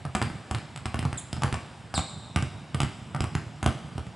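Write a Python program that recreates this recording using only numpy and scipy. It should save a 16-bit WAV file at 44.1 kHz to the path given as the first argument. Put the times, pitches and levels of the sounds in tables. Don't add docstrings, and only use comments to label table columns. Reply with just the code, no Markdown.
import sys
import numpy as np
from scipy import signal
from scipy.io import wavfile
from scipy.ndimage import uniform_filter1d

SR = 44100
rng = np.random.default_rng(int(sys.argv[2]) if len(sys.argv) > 2 else 0)


def output_pcm(signal):
    pcm = np.clip(np.atleast_2d(signal).T, -1, 1) * 32767
    wavfile.write(sys.argv[1], SR, np.round(pcm).astype(np.int16))


N = 183279

# multiple of the floor pitch [ratio], level_db [dB against the other modes], t60_s [s to fall 60 dB]
FLOOR_MODES = [(.7, 5.5, 0.052), (1.0, -3.5, 0.074), (1.4, -24, 0.039), (1.95, -17, 0.15),
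               (2.9, 3.5, 0.0087)]


def gain_of(db):
    return 10 ** (np.asarray(db) / 20)


def read(hz, points, column=1):
    table = np.transpose(points)
    return np.interp(np.log(hz + 1), np.log(table[0] + 1), table[column])


def add(mix, s, sound):
    part = mix[round(s * SR):][:len(sound)]
    part += sound[:len(part)]


def ring(modes, scale, tilt_db=0, size=6000):
    t = np.arange(size) / SR
    out = np.zeros(size)
    for (f, db, t60), k in zip(modes, scale):
        level_db = db + tilt_db * np.log2(f) - 60 * t / t60
        out += gain_of(level_db) * np.sin(2 * np.pi * f * k * t)
    return out / abs(out).max()


def pair(hz, common, difference):
    # frequency_hz [Hz], level_db [dB against the shared part]
    apart_table = [(100, -20), (1000, -14.5), (4000, -12.5), (11000, -39)]
    apart = gain_of(read(hz, apart_table))[:, None] * difference
    return np.array([common + apart, common - apart])


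def rumble():
    # frequency_hz [Hz], level_db [relative dB per Hz]
    colour = [(20, -54), (75, 8.5), (125, 2.5), (300, -16), (480, -17), (750, -10.5), (2000, -21.5),
              (5000, -28), (12000, -29)]
    level_db = -46.5
    frames, hz = N // 256 + 5, np.fft.rfftfreq(1024, 1 / SR)
    a, b, c, d, patches = rng.standard_normal((frames, 513, 5)).T
    patches = uniform_filter1d(patches, size=10, axis=0)
    patches = uniform_filter1d(patches, size=10, axis=1) * 10
    spectra = pair(hz, a + 1j * b, c + 1j * d)
    spectra *= gain_of(read(hz, colour)[:, None] + 1.76 * patches)
    out = signal.istft(spectra, nperseg=1024, noverlap=768)[1][:, :N]
    return gain_of(level_db) * out / out.std()


def tail(bands, start_s, seconds, scatter_db):
    slots = np.arange(0, 2 * SR, 16)
    taps = np.zeros((2, 2 * SR + 16))
    at = slots + rng.integers(0, 16, (2, len(slots)))
    signs = rng.choice([-1., 1.], at.shape)
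    sizes = gain_of(scatter_db * np.minimum(rng.exponential(1, at.shape), 4))
    np.put_along_axis(taps, at, signs * sizes, 1)
    hz, t, spectra = signal.stft(taps / taps.std(), SR, nperseg=256)
    t60 = read(hz, bands, column=2)[:, None]
    energy = t60 * SR / (6 * np.log(10))
    fading = gain_of(read(hz, bands)[:, None] - 60 * t / t60) / np.sqrt(energy)
    out = signal.istft(pair(hz, *spectra) * fading, SR, nperseg=256)[1][:, :seconds * SR]
    fade_in = np.clip((np.arange(out.shape[1]) / SR - start_s) / 0.0018, 0, 1)
    return out * fade_in


def hall(x):
    # [Hz, at most 20000 used]
    echoes = [(23.1, -51, 27000), (43.76, -16, 5000), (183.5, -17.5, 310)]
    # frequency_hz [Hz], level_db [dB], t60_s [s to fall 60 dB]
    early = [(61, 5.5, 0.17), (198, -12, 0.67), (478, 2, 0.37), (725, -4.5, 0.21), (1300, 3.5, 0.17),
             (2140, 0.5, 0.45), (5200, -7, 0.28), (11100, -4.5, 0.24)]
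    # frequency_hz [Hz], level_db [dB], t60_s [s to fall 60 dB]
    late = [(60, -32, 2.8), (204, -18, 9), (484, -7, 1.26), (760, -5.5, 0.45), (1280, -6.5, 1.04),
            (2550, -10, 4.9), (4400, -4, 0.7), (11100, -12, 1.24)]
    earlier_round = x[2 * SR:round(2.7 * SR)]
    x = np.concatenate([earlier_round, x])
    out = np.zeros((2, len(x)))
    for delay_ms, db, edge_hz in echoes:
        echo = signal.lfilter(*signal.butter(2, min(edge_hz, 20000), fs=SR), x)
        delay = round(delay_ms * SR / 1000)
        out[:, delay:] += gain_of(db) * echo[:-delay]
    turn = 2 * np.pi * np.arange(len(x)) / SR / 0.34
    for k in range(3):
        share = np.sqrt(2 / 3) * np.cos(turn + k * np.pi / 3)
        pattern = tail(late, 0.021, seconds=2, scatter_db=3.5)
        pattern[:, :SR] += tail(early, 0.00048, seconds=1, scatter_db=5.0)
        out += signal.fftconvolve((x * share)[None], pattern, axes=1)[:, :len(x)]
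    return out[:, -N:]


def thumps():
    # [dB, before the soft start]
    thump_table = [(0.264, -18), (0.352, -21.5), (0.557, -18.5), (1.072, -41), (1.109, -28), (1.376, -20.5),
                   (1.566, -19.5), (2.175, -25), (3.019, -27.5), (3.187, -19), (3.41, -24), (3.465, -21.5),
                   (3.953, -21)]
    pitch_hz, pitch_spread, rise_s = 119.2, 0.038, 0.0059
    out = np.zeros(N)
    for s, db in thump_table:
        detune = 1 + pitch_spread * rng.standard_normal(len(FLOOR_MODES))
        thud = ring(FLOOR_MODES, pitch_hz * detune)
        soft_start = np.minimum(np.arange(len(thud)) / SR / rise_s, 1)
        add(out, s, gain_of(db) * thud * soft_start)
    return out


def shoe():
    # start_s [s], length_s [s], swell_s [s], first_rate_hz [Hz, before waver],
    # last_rate_hz [Hz, before waver], slowing [share of the length], level_db [dB], step_db [dB per harmonic],
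    # unevenness [0-1], hall_db [dB sent into the hall], wall_db [dB sent to the near walls]
    slips = [(1.172, .033, 0.011, 4270, 2994, 0.91, -30, 5.5, 0.2, -1, -9),
             (1.939, 0.03, 0.0035, 5250, 4530, 0.92, -31.5, 0.5, 0.54, -1, -21),
             (1.945, .048, 0.012, 4216, 3678, 0.81, -30.5, -5.5, .55, 5.5, -7)]
    # frequency_hz [Hz], level_db [dB]
    sole = [(3000, -15), (3700, -7.5), (5000, -5.5), (6300, -19), (7300, -3.5), (8200, 2.5), (9400, -5),
            (10500, -16), (12500, -36)]
    # [dB, added to wall_db]
    squeak_echoes = [(.018, -9), (.0235, -14), (.0305, -9), (.041, -13)]
    slowing_bend, fall_s = 1.44, 0.016
    near, walls, far = np.zeros((3, N))
    for s, length, swell_s, first_hz, last_hz, slowing, db, step_db, rough, hall_db, wall_db in slips:
        t = np.arange(0, length, 1 / SR)
        noise = uniform_filter1d(rng.standard_normal((2, 3000)), size=50)
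        waver, flutter = noise[:, :len(t)] * rough
        still_to_slow = np.maximum(1 - t / (slowing * length), 0) ** slowing_bend
        hz = last_hz + (first_hz - last_hz) * still_to_slow
        turns = np.cumsum(hz * (1 + 0.572 * waver)) / SR
        tone = np.zeros(len(t))
        for k in (1, 2, 3):
            harmonic_db = db + step_db * (k - 1.5) + read(k * hz, sole)
            tone += gain_of(harmonic_db) * np.sin(2 * np.pi * k * turns)
        swell_and_fall = np.minimum(np.minimum(t / swell_s, (length - t) / fall_s), 1)
        tone *= gain_of(16.6 * flutter) * swell_and_fall
        add(near, s, tone)
        add(far, s, gain_of(hall_db) * tone)
        for delay_s, echo_db in squeak_echoes:
            add(walls, s + delay_s, gain_of(wall_db + echo_db) * tone)
    return near + walls, far


def ball_slap(t, lead, contact_ms, skin_db):
    u = (t - lead) * 1000 / contact_ms
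    dip = np.exp(-u ** 2 / 2) - .15 * np.exp(-(u - 2.5) ** 2 / 4)
    grit = np.diff(rng.standard_normal(len(t) + 1))
    crackle = gain_of(skin_db) * grit * (u > 2) * gain_of(-60 * t / .011)
    no_bass = signal.butter(1, 300, "high", fs=SR, output="sos")
    return signal.sosfilt(no_bass, crackle - dip)


def ball_ring(detune, tilt_db):
    # pitch_hz [Hz, before detuning], level_db [dB, before the tilt], t60_s [s to fall 60 dB]
    ball_modes = [(770, -1.5, .019), (980, -7, .013), (1190, 0, .018), (1450, -4, .014), (1720, -7, .013),
                  (2200, -11, .011), (2800, -16, .009)]
    bright = -ring(ball_modes, detune, tilt_db)
    return signal.sosfilt(signal.butter(2, 500, "high", fs=SR, output="sos"), bright)


def floor_thud(pitches_hz, delay_s):
    thud = ring(FLOOR_MODES, pitches_hz)
    thud = signal.sosfilt(signal.butter(2, 420, fs=SR, output="sos"), thud)
    return np.roll(thud, round(delay_s * SR))


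def balls():
    # start_s [s], slap_db [dB, before filtering],
    # contact_ms [ms], ring_db [dB, before filtering], thud_db [dB, before filtering],
    # floor_pitch_hz [Hz, before detuning], wall_db [dB of the near-wall echo against the hit]
    hits = [(0.0519, -26, 0.11, -22, -24.5, 131, -8.5), (0.1507, -13, 0.078, -12.5, -16.5, 179, -12),
            (0.1546, -13.5, 0.056, -36, -17.5, 176, -10), (0.2167, -10.5, 0.082, -38, -18.5, 90.6, -14),
            (0.2253, -14.5, .05, -23, -19, 115.4, -22), (0.301, -23.5, 0.095, -45, -27.5, 87, -11),
            (0.5118, -17.5, 0.075, -18.5, -20, 107.9, -20), (.548, -14, 0.057, -28, -24.5, 110, -31),
            (.5844, -26, 0.052, -46, -35, 159, -20), (0.7612, -21, 0.054, -32, -37.5, 136, -4),
            (0.8569, -14.5, 0.064, -25, -21.5, 112.6, -28), (.866, -25, 0.05, -44, -45, 116, -26),
            (0.9438, -23, 0.056, -16, -19, 109.4, -8), (0.9918, -14.5, 0.058, -23.5, -22, 126, -19),
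            (1.028, -21, 0.086, -42, -28.5, 136.4, -22), (1.052, -23, 0.097, -20, -19, 129.6, -20),
            (1.1291, -18, 0.082, -32, -25, 122, -11), (1.3298, -15.5, 0.041, -25.5, -22, 114, -17),
            (1.3667, -27.5, 0.068, -31, -30, 101, -10), (1.4212, -19, 0.062, -21, -26, 139, -20),
            (1.4349, -9.5, 0.068, -18.5, -25, 106.5, -28), (1.4436, -39, 0.053, -20, -15, 114.5, -24),
            (1.5267, -15, 0.062, -34, -19.5, 112.7, -25), (1.5424, -21.5, 0.057, -17.5, -37, 101, -13),
            (1.941, -20, 0.068, -17.5, -24, 116, -18), (1.9785, -12, 0.079, -14, -16, 88.4, -4.5),
            (2.361, -9, 0.072, -14, -15, 109.6, -25), (2.3726, -26, 0.11, -17.5, -19.5, 97, -5),
            (2.425, -18.5, 0.066, -27, -19.5, 118.7, -17.5), (2.746, -19, 0.061, -17.5, -18.5, 111, -23),
            (2.8036, -8.5, 0.069, -15, -18, 124, -5.5), (2.8323, -14.5, 0.066, -33, -17, 112, -13),
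            (3.148, -23.5, 0.18, -17.5, -23.5, 129.7, -3), (3.206, -14.5, .06, -18, -15.5, 112, -9),
            (3.2414, -17.5, 0.089, -23, -23.5, 109.5, -22), (3.352, -12.5, 0.067, -27.5, -17, 138, -18),
            (3.629, -15, 0.086, -20, -19.5, 114, -5.5), (3.662, -8.5, 0.065, -10.5, -9.5, 114.7, -10),
            (3.9802, -24.5, 0.057, -25, -22, 121, -8), (4.0672, -31.5, 0.064, -46, -33, 166, -13)]
    skin_level_db, skin_follows_ring = -4.5, 0.25
    ring_tilt_db, ring_tilt_spread_db = -0.5, 5
    wall_delay_s, wall_spread_s, wall_thud = .0145, 0.00067, 0.78
    floor_lag_s = .0003
    lead = 20 / SR
    direct, wall, t = np.zeros(N), np.zeros(N), np.arange(400) / SR
    for s, slap_db, contact_ms, ring_db, thud_db, floor_hz, wall_db in hits:
        ball_detune = 1 + .045 * rng.standard_normal(7)
        floor_detune = 1 + .045 * rng.standard_normal(len(FLOOR_MODES))
        tilt_db = ring_tilt_db + ring_tilt_spread_db * rng.standard_normal()
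        delay_s = wall_delay_s + wall_spread_s * rng.standard_normal()
        skin_db = skin_level_db + skin_follows_ring * (ring_db - slap_db)
        bright = gain_of(ring_db) * ball_ring(ball_detune, tilt_db)
        add(bright, 0, gain_of(slap_db) * ball_slap(t, lead, contact_ms, skin_db))
        thud = gain_of(thud_db) * floor_thud(floor_hz * floor_detune, lead + floor_lag_s)
        add(direct, s - lead, bright + thud)
        add(wall, s - lead + delay_s, gain_of(wall_db) * (bright + wall_thud * thud))
    return direct, wall


def scene():
    background = rumble()
    squeak, far = shoe()
    direct, wall = balls()
    middle = direct + squeak + wall + thumps()
    return middle + hall(direct + far) + background


def record(dry):
    # frequency_hz [Hz], level_db [dB]
    mic = [(25, -26), (45, -17), (70, -6.5), (150, 7), (3500, -0.12), (5100, 4.5), (6300, -3.5),
           (7300, 0.5), (8300, 2), (9400, -8), (10800, -7)]
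    # [dB, left minus right]
    lean = [(60, -2.5), (120, -3), (220, -1.5), (430, -0.5), (830, 1), (1610, 0.5), (3110, 0), (6000, -0.5),
            (11600, -3)]
    edge_hz = 11200
    hz = abs(np.fft.fftfreq(8192, 1 / SR))
    port_db = read(hz, mic) + np.outer([.5, -.5], read(hz, lean))
    log_gain = np.log(gain_of(port_db))
    spectra = np.exp(np.conj(signal.hilbert(log_gain)))
    ports = np.fft.ifft(spectra).real[:, :4096]
    heard = signal.oaconvolve(dry, ports, axes=1)[:, :N]
    band_limit = signal.firwin(301, edge_hz, window=("kaiser", 8), fs=SR)
    return signal.oaconvolve(heard, band_limit[None], "same")


dry = scene()
out = record(dry)
output_pcm(out)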